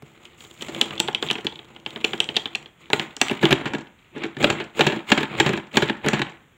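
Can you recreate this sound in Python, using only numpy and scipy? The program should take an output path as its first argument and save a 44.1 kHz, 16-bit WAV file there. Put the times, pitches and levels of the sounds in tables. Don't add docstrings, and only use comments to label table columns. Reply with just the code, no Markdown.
import sys
import numpy as np
from scipy import signal
from scipy.fft import rfft, irfft
from scipy.io import wavfile
from scipy.ndimage import uniform_filter1d

SR = 44100
rng = np.random.default_rng(int(sys.argv[2]) if len(sys.argv) > 2 else 0)


def put_to_file(sound):
    columns = np.atleast_2d(sound).T
    safe = np.clip(columns, -1, 1)
    whole_steps = np.round(safe * 32767)
    wavfile.write(sys.argv[1], SR, whole_steps.astype(np.int16))


N = 289724
TIME = np.arange(N) / SR
AGE = TIME[:4096]


# (time [s], ring peak level [dB], mid-glide ring frequency [Hz],
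# box tap level [dB], crack level [dB], ring decay time before its floor in facet [s])
WRAP_SNAPS = [(0.2533, -30, 3180, -65, -44.5, .0008), (0.406, -28, 3100, -51, -45, 0.00039),
              (0.449, -34, 3300, -44, -48, .0009), (0.5117, -35, 3060, -46, -42, 0.00098),
              (0.6095, -24.5, 3070, -51, -47, 0.00069), (0.622, -22, 2970, -29, -25.5, .0008),
              (0.7471, -19, 3040, -34, -29.5, 0.00089), (0.8129, -3.5, 3230, -21, -10, 0.0019),
              (0.9073, -18, 3070, -30, -42, .0008), (0.9785, -19, 3360, -55, -54, 0.00099),
              (0.9956, -22, 2960, -35, -32, .0009), (1.0008, -10, 2940, -19.5, -8.5, 0.00085),
              (1.077, -17.5, 3210, -51, -35, .0006), (1.0835, -12.5, 3350, -18, -35, .0009),
              (1.1475, -4, 3155, -31, -26, 0.0011), (1.2258, -11, 3320, -18.5, -25.5, .0008),
              (1.287, -14, 3360, -41, -55, 0.00075), (1.3012, -6, 3090, -27, -52, 0.0016),
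              (1.311, -9, 3190, -21.5, -18.5, 0.00089), (1.3302, -22, 3380, -37, -30, .0009),
              (1.354, -16, 2650, -28.5, -55, .0005), (1.3839, -24, 3100, -29, -55, 0.00045),
              (1.4678, -5.5, 3270, -26.5, -30, 0.00033), (1.5237, -25, 3420, -38.5, -54, 0.0007),
              (1.5569, -28.5, 3630, -52, -56, 0.001), (1.5906, -25, 3390, -40, -59, 0.0015),
              (1.7628, -27.5, 3110, -41, -63, 0.00067), (1.862, -12, 3010, -28.5, -37, 0.00047),
              (1.9603, -17, 3250, -29, -55, .0005), (2.0433, -5, 2700, -18, -34, 0.0022),
              (2.0467, -5, 3060, -38, -16, 0.0014), (2.1327, -12.5, 3270, -23, -54, 0.0019),
              (2.2023, 0.5, 3110, -25, -15.5, 0.0011), (2.2423, -20.5, 2630, -50, -30, 0.0008),
              (2.2894, -9, 2870, -29, -58, 0.00027), (2.358, -16, 3030, -42.5, -41, 0.00073),
              (2.3657, -2.5, 3210, -22, -18.5, 0.00083), (2.3688, -4, 3290, -28, -26, 0.00068),
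              (2.4566, -11, 3310, -27.5, -60, 0.00081), (2.5499, -8.5, 2610, -37, -61, 0.00085),
              (2.5545, -18, 2810, -29, -22, .001), (2.659, -26.5, 3270, -42, -79, .001),
              (2.9014, -31, 3720, -24, -32, 0.0007), (2.9316, -3, 2780, -13, -13.5, 0.00078),
              (2.996, -6.5, 3090, -22, -29, 0.00061), (3.1661, -24, 3100, -36, -28, 0.0011),
              (3.2142, -4, 2660, -15, -10, 0.00064), (3.2834, -14, 2350, -45, -27, 0.00031),
              (3.2966, -12, 2820, -24.5, -44, 0.00036), (3.4539, -2, 3090, -16.5, -21, 0.00083),
              (3.8708, -35, 3200, -47, -62, .0007), (5.7699, -14.5, 2940, -29.5, -13.5, 0.00091),
              (6.0854, -5.5, 1850, -18.5, -15.5, 0.0021)]
# (frequency [Hz], gain [dB])
TAP_COLOUR = [(70, -21), (150, -5), (230, 4), (310, 2.5), (420, 8), (540, -6.5), (830, 1), (1200, -8.5),
              (1650, -4), (2300, -8.5), (4500, -41.5)]
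# (frequency [Hz], gain [dB])
CRACK_COLOUR = [(1500, -18.5), (3200, 9), (4200, 8.5), (5100, -7), (5900, 1.5), (6500, -2.5), (7300, 3),
                (8300, -6), (9500, -13), (13000, -21.5), (15000, -21)]


def snaps(rows, ring_trim_db, tap_trim_db, crack_trim_db, rough, rebound):
    time_s, ring_db, ring_hz, tap_db, crack_db, decay_s = columns(rows)
    detune, lag_s = columns(rng.uniform([.8, .001], [1.1, .0025], (len(time_s), 2)))

    crease = peak_one(band(burst(time_s, decay_s=0.0036, rise_s=.0003), 2350, 3440))
    buckle = facet(ring_hz, decay_s, delay_s=0)
    spring_back = facet(ring_hz * detune, decay_s, lag_s)
    ring = from_db(ring_db + ring_trim_db) * peak_one(buckle + rebound * spring_back + rough * crease)

    crack = colour(burst(time_s, decay_s=0.00096, rise_s=0.00036), CRACK_COLOUR)
    tap = colour(burst(time_s, decay_s=0.0092, rise_s=0.00043), TAP_COLOUR)
    contact = at_level(crack, crack_db + crack_trim_db) + at_level(tap, tap_db + tap_trim_db)
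    return place(time_s, ring + contact)


def facet(hz, decay_s, delay_s, glide=0.14):
    age_s = np.maximum(AGE - delay_s, 0)
    attack = 1 - np.exp(-(age_s / 0.00079) ** 2)
    swing = attack * np.exp(-age_s / np.maximum(decay_s, 3e-4))
    pitch_hz = hz * (1 + glide * (2 * np.exp(-age_s / 0.0016) - 1))
    return peak_one(swing) * np.sin(2 * np.pi * np.cumsum(pitch_hz, axis=1) / SR)


TURNING_S = (.4, 2.7)
CRINKLES_PER_S, CRINKLE_HZ, CRINKLE_DECAY_S = 16, 3187, 0.00061
CRINKLE_OVER_RUSTLE_DB, CRINKLE_SPREAD_DB = 11, 3
CRINKLE_TAP_DB, CRINKLE_CRACK_DB = -18, -12


def crinkles(rustle_db):
    level_db = rustle_db + CRINKLE_OVER_RUSTLE_DB
    time_s, db = scatter(*TURNING_S, CRINKLES_PER_S, level_db, CRINKLE_SPREAD_DB)
    hz = CRINKLE_HZ * rng.uniform(.88, 1.12, len(time_s))
    decay_s = np.full(len(time_s), CRINKLE_DECAY_S)
    return np.column_stack([time_s, db, hz, db + CRINKLE_TAP_DB, db + CRINKLE_CRACK_DB, decay_s])


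# (time [s], wrap slap level [dB], wall thud level [dB],
# air boom level [dB], rattle level [dB], slap and rattle decay time [s])
WALL_KNOCKS = [(0.0217, -72, -39, -41, -77, 0.0052), (0.6837, -34.5, -27, -42, -38.5, 0.011),
               (1.4458, -40.5, -19.5, -29.5, -40, 0.0099), (2.9316, -2, -25.5, -36, -25.5, 0.0023),
               (3.2142, -0.5, -24, -43, -17.5, 0.0022), (3.311, -21.5, -14.5, -26.5, -54, 0.0041),
               (3.3291, -30, -23, -37, -56, 0.0094), (3.4285, -13.5, -10, -15, -52, 0.014),
               (3.4345, -19, -9, -30, -36, 0.0017), (3.5072, -6.5, -27, -16, -37, 0.0076),
               (3.5184, -12, -7.5, -21.5, -41, .0025), (3.5262, 2, -16.5, -19.5, -22, 0.002),
               (3.6105, -37, -25, -48, -52, .0025), (3.6557, -17, -20, -28, -36, 0.012),
               (3.7341, -18, -18.5, -42, -35, 0.0041), (3.7471, -19, -18.5, -29.5, -40, 0.0053),
               (4.1605, -39, -24, -50, -62, 0.017), (4.2358, -18.5, -19.5, -42, -35.5, 0.0049),
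               (4.2524, -25, -24.5, -42, -58, 0.0027), (4.367, -25, -25.5, -33.5, -45, .003),
               (4.4265, -18, -18, -45, -25.5, 0.0052), (4.4421, 3, -13, -28, -22, 0.0024),
               (4.5002, -6, -20.5, -24, -21.5, 0.0052), (4.5998, -18, -24, -54, -44, 0.012),
               (4.7925, -11.5, -10, -60, -25, 0.0055), (4.8065, 1, -13, -20.5, -22.5, 0.0066),
               (4.8659, -6.5, -12.5, -17.5, -23.5, .008), (4.8982, -17, -22, -36, -43, 0.0035),
               (4.9204, -17, -20, -38, -41, 0.01), (4.9626, -37, -19, -43, -56, 0.0028),
               (5.1014, -19.5, -24, -35, -26, 0.0018), (5.1172, 2, -7, -36, -17, 0.0049),
               (5.1755, -8, -16, -24.5, -28, 0.0084), (5.2066, -22, -19.5, -28, -47, 0.0038),
               (5.2293, -14, -18, -27, -37, 0.0056), (5.3993, 0.5, -10.5, -22, -14.5, 0.0047),
               (5.4615, -9, -17, -17, -27.5, .009), (5.4909, -14, -16.5, -22, -29, 0.0033),
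               (5.5323, -18.5, -16, -38, -44, 0.0066), (5.5737, -18.5, -23, -43, -37.5, 0.0042),
               (5.7699, -1, -9, -22, -17.5, 0.0043), (5.8211, -10, -12, -19, -30, 0.011),
               (5.896, -10.5, -14.5, -35, -36, 0.0043), (6.044, -20, -23, -32.5, -47, 0.0027),
               (6.0616, -18.5, -12.5, -23, -43, 0.02), (6.1316, -12.5, -13, -21.5, -27, 0.013),
               (6.1927, -17.5, -16, -28, -39, 0.0042), (6.2162, -8.5, -21.5, -26, -31.5, 0.0041)]
# (frequency [Hz], width [Hz], mean level [dB])
WALL_MODES = [(204.7, 32, -6), (279.4, 34.5, -3), (330, 15, 0.5), (382.4, 24, 1), (431, 27.3, -3.5),
              (585, 14.3, -13.5)]
# (frequency [Hz], width [Hz], mean level [dB])
AIR_MODES = [(145, 26, -2)]
# (frequency [Hz], gain [dB])
SLAP_COLOUR = [(900, -12), (1900, -13), (2400, 0), (3100, -1), (3900, -5.5), (5000, -25.5), (8000, -44.5)]
# (frequency [Hz], gain [dB])
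CLACK_COLOUR = [(300, -12), (560, 1.5), (690, -2.5), (830, 5), (1000, -1.5), (1230, -7.5), (1700, 4.5),
                (2000, -3.5), (2800, -4), (5000, -75)]
# (frequency [Hz], gain [dB])
RATTLE_COLOUR = [(1500, -35), (3200, -9.5), (4200, 11.5), (5100, -0.5), (5900, 1), (6500, 2.5), (7300, 9),
                 (8300, -5.5), (9500, -36), (13000, -43), (15000, -25)]
CLACK_PER_SLAP, CLACK_PER_THUD = 0.56, .38


def knocks(rows, slap_trim_db, clack_trim_db, thud_trim_db, boom_trim_db, rattle_trim_db):
    time_s, slap_db, thud_db, boom_db, rattle_db, decay_s = columns(rows)
    clack_db = CLACK_PER_SLAP * slap_db + CLACK_PER_THUD * thud_db

    slap = colour(burst(time_s, decay_s, rise_s=0.0013), SLAP_COLOUR)
    clack = colour(burst(time_s, 1.3 * decay_s, rise_s=0.00081), CLACK_COLOUR)
    thud = box(burst(time_s, decay_s=0.0028, rise_s=0.00027), WALL_MODES)
    boom = box(burst(time_s, decay_s=0.0042, rise_s=0.0008), AIR_MODES)
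    rattle = colour(burst(time_s, decay_s, rise_s=0.00036), RATTLE_COLOUR)

    blow = at_level(slap, slap_db + slap_trim_db) + at_level(clack, clack_db + clack_trim_db)
    blow = blow + at_level(thud, thud_db + thud_trim_db) + at_level(boom, boom_db + boom_trim_db)
    return place(time_s, blow + at_level(rattle, rattle_db + rattle_trim_db))


def box(push, modes, vary_db=5.0):
    push = signal.sosfilt(signal.butter(2, 105, "high", fs=SR, output="sos"), push)
    out = 0
    for k, (hz, width_hz, db) in enumerate(modes):
        radius = np.exp(-np.pi * width_hz / SR)
        poles = [1, -2 * radius * np.cos(2 * np.pi * hz / SR), radius ** 2]
        ring = signal.lfilter([1 - radius, 0, radius - 1], poles, push)
        coupling = rng.uniform(-1, 1, push.shape[:-1] + (1,))
        out = out + (-1) ** k * from_db(db + vary_db * coupling) * ring
    return out


SHAKING_S = (3.3, 6.4)
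BUMPS_PER_S, BUMP_SPREAD_DB, BUMP_DECAY_S = 10, 6, 0.0064
BUMP_SLAP_DB, BUMP_THUD_DB, BUMP_BOOM_DB, BUMP_RATTLE_DB = 2.5, 3, -10.5, -5


def bumps(rumble_db):
    time_s, db = scatter(*SHAKING_S, BUMPS_PER_S, rumble_db, BUMP_SPREAD_DB)
    levels_db = db[:, None] + [BUMP_SLAP_DB, BUMP_THUD_DB, BUMP_BOOM_DB, BUMP_RATTLE_DB]
    return np.column_stack([time_s, levels_db, np.full(len(time_s), BUMP_DECAY_S)])


# (frequency [Hz], gain [dB])
RUSTLE_COLOUR = [(300, -19), (560, -6), (830, 0.5), (1250, 2.5), (1700, -5.5), (2050, 6.5), (3000, 2.5),
                 (3800, -1), (4600, -13.5), (5400, -23), (8000, -69)]
# (frequency [Hz], gain [dB])
HISS_COLOUR = [(2820, -23), (4800, -13.5), (6050, -14), (6900, 0.5), (7440, -2), (8110, -9), (10100, -20),
               (14900, -18), (16000, -4.5)]


def rubbing(levels_db, rumble_trim_db, rustle_trim_db, hiss_trim_db, crease_db):
    rumble_gain, rustle_gain, hiss_gain = from_db(levels_db)
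    grip = flutter(spread_db=4.0, rate_hz=170)
    drag = grip * rng.standard_normal(N)

    sliding = box(drag, WALL_MODES) + 0.99 * box(drag, AIR_MODES) + 0.59 * band(drag, 76, 726)
    rumble = from_db(rumble_trim_db) * rumble_gain * rms_one(sliding)

    clicks = [band(grains(per_s=110, spread_db=5.0), hz / 1.25, hz * 1.25)
              for hz in np.geomspace(900, 3600, 6)]
    creases = grip * sum(clicks)
    paper_and_wrap = rms_one(drag) + from_db(crease_db) * rms_one(creases)
    rustle = from_db(rustle_trim_db) * rustle_gain * rms_one(colour(paper_and_wrap, RUSTLE_COLOUR))

    sizzle = grip * rms_one(grains(per_s=1500, spread_db=4.0))
    hiss = from_db(hiss_trim_db) * hiss_gain * rms_one(colour(drag + sizzle, HISS_COLOUR))
    return rumble + rustle + hiss


def flutter(spread_db, rate_hz):
    grip = np.clip(rng.standard_normal(4000), -2, 2)
    return from_db(spread_db * np.interp(TIME * rate_hz, np.arange(len(grip)), grip))


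def grains(per_s, spread_db):
    sizes = from_db(spread_db * np.minimum(rng.exponential(1, N), 3)) * rng.choice([-1, 1], N)
    return sizes * (rng.random(N) < per_s / SR)


# (end of swell [s], hold [s], rustle level [dB], box rumble level [dB], wrap hiss level [dB])
HAND_MOVES = [(0.06, 0.3, -50.5, -52, -59), (0.24, 0.13, -49, -53, -57.5),
              (0.39, 0.38, -49.5, -53.5, -48.5), (0.61, 0.27, -38.5, -42.5, -46),
              (0.72, 0.45, -37, -36, -47), (1.23, 0.16, -35.5, -37.5, -43.5), (1.45, 0.39, -50, -47, -57.5),
              (1.88, 0.39, -42.5, -42.5, -53.5), (2.06, 0.3, -39, -38, -46.5),
              (2.38, 0.24, -44, -44, -52.5), (2.81, 0.19, -47.5, -55.5, -59.5), (2.94, 0.12, -32, -35, -40),
              (3.225, 0.15, -29.5, -41.5, -42), (3.43, 0.12, -24.5, -27, -39.5),
              (3.6, 0.17, -36.5, -33.5, -61), (3.79, 0.036, -44, -46, -70), (3.99, 0.12, -54, -77, -74),
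              (4.16, .05, -37.5, -34.5, -65), (4.225, 0.017, -28, -31, -56),
              (4.41, 0.18, -27.5, -26.5, -42.5), (4.78, 0.18, -28.5, -30.5, -41),
              (5.092, 0.13, -25, -40, -39.5), (5.31, 0.15, -30, -33, -53), (5.385, 0.16, -25.5, -26.5, -41),
              (5.755, 0.14, -27.5, -29, -41), (6.05, 0.16, -28, -30, -48), (6.27, 0.026, -37.5, -39, -68)]
SWELL_DB_PER_S, RELEASE_DB_PER_S = 630, 178.5
SAG_DB, HISS_SAG_DB = 5, 13


def move_levels():
    clock_s = TIME[::64]
    start_s, hold_s, rustle_db, rumble_db, hiss_db = columns(HAND_MOVES)
    age_s = clock_s - start_s
    swell_db = -SWELL_DB_PER_S * np.maximum(-age_s, 0)
    release_db = -RELEASE_DB_PER_S * np.maximum(age_s - hold_s, 0)
    spent = np.clip(age_s / hold_s, 0, 1)
    layers_db = [rumble_db - SAG_DB * spent, rustle_db - SAG_DB * spent, hiss_db - HISS_SAG_DB * spent]
    return [np.interp(TIME, clock_s, (db + swell_db + release_db).max(axis=0)) for db in layers_db]


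# (low edge [Hz], high edge [Hz], initial level before normalising [dB], t60 [s])
ROOM_BANDS = [(59.2, 400, -1, 0.37), (547, 1750, -0.5, 0.46), (2460, 3430, -0.5, 0.23),
              (5000, 9600, -0.5, 0.27)]


def room(x, build_s):
    age_s = TIME[:SR // 2]
    echoes = rng.standard_normal(len(age_s)) * (1 - np.exp(-(age_s / build_s) ** 2))
    tail = sum(from_db(db - 60 * age_s / t60_s) * band(echoes, low_hz, high_hz)
               for low_hz, high_hz, db, t60_s in ROOM_BANDS)
    return signal.fftconvolve(x, tail / np.linalg.norm(tail))[:N]


# (frequency [Hz], gain [dB])
FLOOR_COLOUR = [(15, -51.5), (25, -1), (134, 3), (775, -12.5), (1370, -10.5), (2000, -9), (3430, -13.5),
                (4870, -39), (7110, -20), (10100, -36), (14800, -31), (16000, -27)]
FLOOR_DB = -57.5


def background():
    return from_db(FLOOR_DB) * rms_one(colour(rng.standard_normal(N), FLOOR_COLOUR))


def burst(times, decay_s, rise_s):
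    noise = rng.standard_normal((len(times), len(AGE)))
    return noise * np.exp(-AGE / np.maximum(decay_s, 2e-4)) * (1 - np.exp(-AGE / rise_s))


def scatter(start_s, end_s, per_s, level_db, spread_db, count=96):
    when, size = rng.random((count, 2)).T
    time_s = start_s + (np.arange(count) + when) / per_s
    db = np.interp(time_s, TIME, level_db) + spread_db * (2 * size - 1)
    return time_s[time_s < end_s], db[time_s < end_s]


def columns(table):
    return np.array(table, float).T[:, :, None]


def place(times, sounds):
    out = np.zeros(N + len(AGE))
    for start, sound in zip(np.round(times[:, 0] * SR).astype(int), sounds):
        out[start:start + len(sound)] += sound
    return out[:N]


def colour(x, points, size=2048):
    hz, db = np.transpose(points)
    grid_hz = np.maximum(np.arange(size // 2 + 1) * SR / size, 1)
    gain = from_db(np.interp(np.log(grid_hz), np.log(hz), db))
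    cepstrum = irfft(np.log(gain))[:size // 2]
    cepstrum[1:] *= 2
    response = np.array(irfft(np.exp(rfft(cepstrum, size))), ndmin=x.ndim)
    return signal.oaconvolve(x, response, axes=-1)[..., :x.shape[-1]]


def band(x, low_hz, high_hz):
    edges_hz = [low_hz, min(high_hz, 20000)]
    return signal.sosfilt(signal.butter(2, edges_hz, "band", fs=SR, output="sos"), x)


def from_db(db):
    return 10 ** (np.asarray(db) / 20)


def rms_one(x):
    return x / np.sqrt(np.mean(x ** 2) + 1e-20)


def peak_one(x):
    return x / abs(x).max(axis=1, keepdims=True)


def at_level(x, db):
    loudest = uniform_filter1d(x ** 2, size=256).max(axis=1, keepdims=True)
    return from_db(db) * x / np.sqrt(loudest + 1e-20)


def scene():
    rumble_db, rustle_db, hiss_db = move_levels()
    wrap = snaps(np.vstack([WRAP_SNAPS, crinkles(rustle_db)]),
                 ring_trim_db=-2.0, tap_trim_db=-2.5, crack_trim_db=-3.0, rough=0.5, rebound=.44)
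    blows = knocks(np.vstack([WALL_KNOCKS, bumps(rumble_db)]), slap_trim_db=-13.0, clack_trim_db=-8.5,
                   thud_trim_db=-4.0, boom_trim_db=-1.5, rattle_trim_db=-5.0)
    rub = rubbing([rumble_db, rustle_db, hiss_db],
                  rumble_trim_db=-1.0, rustle_trim_db=-4.0, hiss_trim_db=-0.5, crease_db=-7)
    handling = wrap + blows + rub
    echoes = from_db(-15.0) * room(handling, build_s=0.0025)
    return (handling + echoes + background())[None]


MIC_LOW_HZ, OVERLOAD_DB, CUTOFF_HZ = 40, -1, 15700


def record(dry):
    thinned = signal.sosfilt(signal.butter(2, MIC_LOW_HZ, "high", fs=SR, output="sos"), dry)
    clipped = np.clip(thinned, -from_db(OVERLOAD_DB), from_db(OVERLOAD_DB))
    return signal.sosfilt(signal.ellip(12, .1, 110, CUTOFF_HZ, fs=SR, output="sos"), clipped)


dry = scene()
out = record(dry)
put_to_file(out)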